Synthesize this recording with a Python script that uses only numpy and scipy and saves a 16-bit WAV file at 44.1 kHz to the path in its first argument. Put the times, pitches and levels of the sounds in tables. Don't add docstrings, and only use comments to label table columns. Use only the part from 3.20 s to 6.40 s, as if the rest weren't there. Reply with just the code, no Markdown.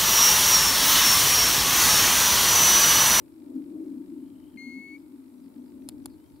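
import sys
import numpy as np
from scipy import signal
from scipy.fft import rfft, irfft
from scipy.io import wavfile
from scipy.ndimage import uniform_filter1d

SR = 44100
rng = np.random.default_rng(int(sys.argv[2]) if len(sys.argv) > 2 else 0)


def pcm_store(signal):
    levels = np.round(np.clip(np.atleast_2d(signal), -1, 1) * 32767)
    wavfile.write(sys.argv[1], SR, levels.astype(np.int16).T)


N = 141120

# time_s, relative_db
GUSTS = [(0.0, -52), (0.11, -52), (0.34, -40.5), (0.36, -30), (0.41, -36.5), (0.44, -45.5), (0.62, -35),
         (0.81, -39), (0.84, -48.5), (0.94, -39), (1.33, -51.5), (1.36, -40.5), (1.41, -49.5), (1.48, -40),
         (1.52, -47.5), (1.57, -37.5), (1.64, -51.5), (1.72, -45.5), (1.92, -50.5), (1.95, -40.5),
         (2.03, -51), (2.3, -46.5), (2.33, -63), (2.37, -39.5), (2.51, -51), (2.53, -45), (2.86, -44),
         (3.09, -55.5), (3.11, -51), (3.2, -53)]


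def plover():
    # time_s, pitch_hz
    pitch = [(1.372, 2470), (1.3752, 2110), (1.4, 2136), (1.423, 2151), (1.525, 2163), (1.63, 2200),
             (1.72, 2204), (1.757, 2235), (1.766, 2227), (1.776, 2320)]
    # time_s, first_db, second_db, third_db (relative)
    low_partials = [(1.374, -49.5, -64, -81), (1.39, -46.5, -56, -70), (1.425, -47, -56, -71),
                    (1.51, -47.5, -61, -74), (1.615, -47.3, -68.5, -78.5), (1.757, -48.5, -69, -80),
                    (1.77, -53, -81, -79)]
    # multiple, relative_db
    high_partials = [(4, -83.5), (5, -88), (6, -84)]
    # left_minus_right_db, left_lead_rad
    arrivals = [(8, .41), (2, 1.78), (10, 1.47), (15, 1.6), (11, 1), (2, 1)]
    start_s, end_s, attack_s, release_s = 1.3722, 1.777, .0017, .0095
    echo_db, echo_t60_s = -26.5, .74
    t = np.arange(start_s, end_s, 1 / SR)
    angle = phase(curve(pitch, t) * (1 + .001 * drift(len(t), rate_hz=70)))
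    gate = np.clip((t - t[0]) / attack_s, 0, 1) * np.clip((t[-1] - t) / release_s, 0, 1)
    levels_db = [curve(low_partials, t, column) for column in (1, 2, 3)]
    levels_db += [db for _, db in high_partials]
    direct = np.zeros((2, N))
    for multiple, (db, (side_db, lead_rad)) in enumerate(zip(levels_db, arrivals), start=1):
        shimmer_db = .16 * drift(len(t), rate_hz=70)
        partial = np.sin(multiple * angle - np.array([[0], [lead_rad]]))
        add(direct, start_s, pan(side_db) * gate * amp(db + shimmer_db) * partial)
    tail = rng.standard_normal((2, SR)) * fade(np.arange(SR) / SR, echo_t60_s)
    echo = signal.fftconvolve(direct, tail / np.linalg.norm(tail[0]), axes=1)[:, :N]
    return direct + amp(echo_db) * echo


def hollow(t):
    # time_s, centre_hz
    centre = [(0, 290), (.16, 305), (.24, 272), (.37, 290), (.52, 288), (.63, 305), (.76, 268), (.9, 288),
              (1.12, 274), (1.29, 296), (1.38, 258), (1.57, 266), (1.8, 302), (1.97, 285.4), (2.14, 264),
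              (2.4, 268), (2.65, 274), (2.86, 284), (3.2, 285)]
    # offset_hz, relative_db
    shape = [(0, -0.5), (18, 1), (38, -7), (65, -18), (110, -34.5), (300, -71.5)]
    lead_rad = .37
    offset_hz = abs(np.fft.fftfreq(N, 1 / SR))
    white = rng.standard_normal(N) + 1j * rng.standard_normal(N)
    flutter = np.fft.ifft(np.fft.fft(white) * amp(log_curve(shape, offset_hz)))
    angle = phase(curve(centre, t)) - np.array([[0], [lead_rad]])
    tone = unit((flutter * np.exp(1j * angle)).real)
    return steadied(tone, samples=1800) * amp(curve(GUSTS, t) - .22) * pan(side_db=4)


def wind(t):
    # frequency_hz, relative_db
    body_colour = [(100, -35.5), (162, -20), (186, -4.5), (203, -17), (222, -17), (250, -0.5), (280, 0.5),
                   (320, -2.5), (360, -3.5), (420, -23.5), (600, -39.5), (1200, -76)]
    rush_colour = [(200, -15), (400, 4.5), (480, -1.5), (600, -1.5), (760, -12.5), (1100, -22), (1700, -32),
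                   (4000, -54)]
    buffet_colour = [(15, -40), (30, -22.5), (48, -7.5), (85, 5), (108, -1), (135, 3), (165, -9),
                     (300, -21), (800, -66)]
    # time_s, relative_db
    rush_level = [(0, -62.5), (.15, -71), (.27, -60.5), (.37, -58.5), (.45, -64), (.56, -56.5), (.72, -63),
                  (.92, -66.5), (1.3, -67.5), (2, -69.5), (2.4, -64.5), (2.65, -61.5), (2.9, -64),
                  (3.05, -68), (3.2, -70)]
    buffet_level = [(0, -66.5), (.15, -73), (.4, -71.5), (.75, -70.5), (1.05, -68), (1.35, -69.5),
                    (1.7, -73), (2.4, -73.5), (2.72, -64), (2.88, -63), (3.03, -71), (3.15, -64.5),
                    (3.2, -67)]
    body = steadied(noise(body_colour, correlation=.97), samples=4000)
    rush = steadied(noise(rush_colour, correlation=-.11), samples=2600)
    buffet = steadied(noise(buffet_colour, correlation=-.25), samples=6000)
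    swell_db = uniform_filter1d(curve(GUSTS, t), size=11000)
    return (body * amp(swell_db - 6.5) * pan(side_db=6)
            + rush * amp(curve(rush_level, t) + 2) * pan(side_db=2)
            + buffet * amp(curve(buffet_level, t) + 7.5) * pan(side_db=-.6))


def button():
    # start_s, shell_db, thud_db, thud_delay_s, low_modes_db (levels relative)
    clicks = [(2.6882, -27.5, -38.5, 0.00036, -0.5), (2.8581, -30, -34.5, 0.00076, -2)]
    # frequency_hz, relative_db, t60_s
    shell_modes = [(2510, -14, 0.0073), (3510, -16, 0.012), (4230, -6, .014), (4950, -3.5, 0.0083),
                   (7000, -15, .009), (7170, -8.5, 0.016), (8900, -13, .009), (9040, -5.5, .01),
                   (10000, 2, 0.0079), (11000, -15, 0.0091), (11900, -17, .01), (13700, -16, .009)]
    thud_modes = [(294, -2, .02), (710, -5.5, .012), (850, -3.5, 0.014), (1136, -6.5, 0.01),
                  (1470, -8.5, 0.01)]
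    # start_s, relative_db
    snaps = [(2.688, -36.5), (2.6897, -34.5), (2.6912, -42), (2.695, -38), (2.8569, -41), (2.8585, -31),
             (2.8614, -44), (2.8623, -41.5)]
    # frequency_hz, relative_db
    snap_colour = [(200, -15), (800, 1.5), (1500, -3), (2000, -15), (2500, -6.5), (3500, -2.5), (4700, 2.5),
                   (6200, -10), (7200, -17), (10000, 3), (12000, -1.5), (14000, -7), (16000, -21)]
    low_modes_below_hz = 6000
    t = np.arange(2000) / SR
    rings, rattle = np.zeros((2, N)), np.zeros(N)
    for start_s, shell_db, thud_db, delay_s, low_db in clicks:
        modes = [(hz, db + low_db * (hz < low_modes_below_hz), t60_s) for hz, db, t60_s in shell_modes]
        add(rings, start_s, amp(shell_db) * ring(modes, t, scatter_rad=.38))
        thud = ring(thud_modes, t, scatter_rad=.93)
        add(rings, start_s + delay_s, amp(thud_db) * pan(side_db=2) * thud)
    for start_s, db in snaps:
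        add(rattle, start_s, amp(db) * fade(t, t60_s=.0046))
    return (rings + rattle * noise(snap_colour, correlation=.38)) * pan(side_db=2)


def ring(modes, t, scatter_rad, rise_s=.00074):
    lags_rad = scatter_rad * rng.uniform(-1, 1, (len(modes), 1, 1)) * np.array([[1], [-1]])
    rings = sum(amp(db) * fade(t, t60_s) * np.sin(2 * np.pi * hz * t + lag)
                for (hz, db, t60_s), lag in zip(modes, lags_rad))
    return rings * np.minimum(t / rise_s, 1)


def far_twitter(t):
    # time_s, relative_db
    level = [(.95, -81), (1.08, -78), (1.13, -78), (1.3, -69.5), (1.45, -78), (1.6, -84), (1.78, -84)]
    notes_per_s, centre_hz, swing_hz = 48, 2971, 208
    arch = np.sin(phase(notes_per_s * (1 + .29 * drift(N, rate_hz=24.7))))
    pitch_hz = centre_hz + swing_hz * arch + 60 * drift(N, rate_hz=20.5)
    db = curve(level, t) + 2.5 * drift(N, rate_hz=41) + 5 * arch
    gate = (t > level[0][0]) * (t < level[-1][0])
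    return amp(db) * gate * np.sin(phase(pitch_hz))


def far_pipe(t):
    # time_s, pitch_hz, relative_db
    note = [(2.975, 2930, -88), (2.99, 2950, -75), (3.02, 3070, -79), (3.07, 3220, -73), (3.105, 3130, -83),
            (3.12, 3100, -106)]
    pitch_hz = curve(note, t) + 25 * drift(N, rate_hz=150)
    gate = (t > note[0][0]) * (t < note[-1][0])
    return amp(curve(note, t, column=2)) * gate * np.sin(phase(pitch_hz))


def far_song():
    # start_s, relative_db, lisp_pitch_hz
    phrases = [(1.70, -74, 4810), (2.148, -73, 4791), (2.378, -75.5, 4800), (2.6, -72, 4800),
               (2.823, -68, 4520), (3.064, -72.5, 4450)]
    slur_s, slur_hz, rise_hz = .065, 5900, 550
    lisp_delay_s, lisp_s, lisps_per_s, fall_hz, sag_hz = .068, .07, 49, 604, 600
    out = np.zeros(N)
    for start_s, db, lisp_hz in phrases:
        u = np.linspace(0, 1, round(slur_s * SR))
        pitch_hz = slur_hz + rise_hz * u ** 5 + 60 * drift(len(u), rate_hz=500)
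        add(out, start_s, amp(db - 6) * chirp(pitch_hz, u))
        u = np.linspace(0, 1, round(lisp_s * SR))
        sawtooth = u * lisp_s * lisps_per_s % 1 - .5
        pitch_hz = lisp_hz - fall_hz * sawtooth - sag_hz * (u - .5) + 220 * drift(len(u), rate_hz=600)
        add(out, start_s + lisp_delay_s, amp(db) * chirp(pitch_hz, u))
    return out


def chirp(pitch_hz, progress):
    return np.sqrt(abs(np.sin(np.pi * progress))) * np.sin(phase(pitch_hz))


def lens_drive():
    # delay_s, relative_db
    knocks = [(0, -8), (.0011, -13.5), (.0028, -9)]
    # frequency_hz, relative_db
    colour = [(800, -18), (1600, 3.5), (2400, 1.5), (3100, -1.5), (3900, 0.5), (5600, -2), (5950, -17),
              (12000, -45)]
    period_s, spread_db, rms_db = .02, 4, -76.5
    starts_s = np.arange(.0003, N / SR, period_s)
    burst = fade(np.arange(800) / SR, t60_s=.0075)
    envelope = np.zeros(N)
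    for start_s, loss_db in zip(starts_s, rng.exponential(spread_db, len(starts_s))):
        for delay_s, db in knocks:
            add(envelope, start_s + delay_s, amp(db - loss_db) * burst)
    return amp(rms_db) * pan(side_db=.5) * unit(envelope * noise(colour, correlation=.1))


def hiss():
    # frequency_hz, relative_db
    colour = [(20, 0), (500, 1), (760, 7.5), (890, 18.5), (1020, 10.5), (1350, 8), (1800, -0.5),
              (2300, 3.5), (3000, -3), (3900, 1), (5200, -3), (6200, -7), (7200, 0), (8400, 2.5),
              (10000, 2.5), (13000, 2), (15700, -2)]
    # frequency_hz, correlation
    likeness = [(100, .3), (900, 0.13), (2000, 0.067), (5000, 0.046), (15000, .1)]
    # frequency_hz, left_minus_right_db
    balance = [(100, -8), (900, 3), (1500, 0.5), (2400, 3.5), (3800, 0), (6000, 0.5), (14000, 1)]
    hz = np.fft.rfftfreq(N, 1 / SR)
    air = noise(colour, log_curve(likeness, hz))
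    return amp(-66.5) * irfft(rfft(air) * pan(log_curve(balance, hz)), N)


def amp(db):
    return 10 ** (np.asarray(db) / 20)


def unit(x):
    return x / np.sqrt(np.mean(x ** 2) + 1e-20)


def curve(rows, t, column=1):
    rows = np.array(rows)
    return np.interp(t, rows[:, 0], rows[:, column])


def log_curve(rows, hz):
    row_hz, value = np.transpose(rows)
    return np.interp(np.log(hz + 1), np.log(row_hz + 1), value)


def pan(side_db):
    return amp(np.array([[.5], [-.5]]) * side_db)


def fade(t, t60_s):
    return np.exp(-np.log(1000) * t / t60_s)


def add(mix, start_s, sound):
    part = mix[..., round(start_s * SR):][..., :sound.shape[-1]]
    part += sound[..., :part.shape[-1]]


def drift(n, rate_hz):
    hz = np.fft.rfftfreq(n, 1 / SR)
    return unit(irfft(rfft(rng.standard_normal(n)) * np.exp(-(hz / rate_hz) ** 2), n))


def phase(hz):
    return 2 * np.pi * np.cumsum(hz) / SR


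def noise(colour, correlation):
    left, independent = rfft(rng.standard_normal((2, N)))
    right = correlation * left + np.sqrt(1 - correlation ** 2) * independent
    gain = amp(log_curve(colour, np.fft.rfftfreq(N, 1 / SR)))
    return unit(irfft(np.array([left, right]) * gain, N))


def steadied(x, samples):
    power = uniform_filter1d(uniform_filter1d((x ** 2).mean(0), samples), samples)
    return x / np.sqrt(abs(power) + 1e-9)


def scene():
    t = np.arange(N) / SR
    whistle = amp(2.5) * plover()
    far_birds = amp(-2.5) * pan(side_db=4) * (far_twitter(t) + far_pipe(t) + far_song())
    return whistle + far_birds + wind(t) + hollow(t) + hiss() + lens_drive() + button()


def record(dry):
    cutoff_hz = 15800
    taps = signal.firwin(511, cutoff_hz, window=("kaiser", 9), fs=SR)
    return signal.oaconvolve(dry, taps[None], "same")


dry = scene()
out = record(dry)
pcm_store(out)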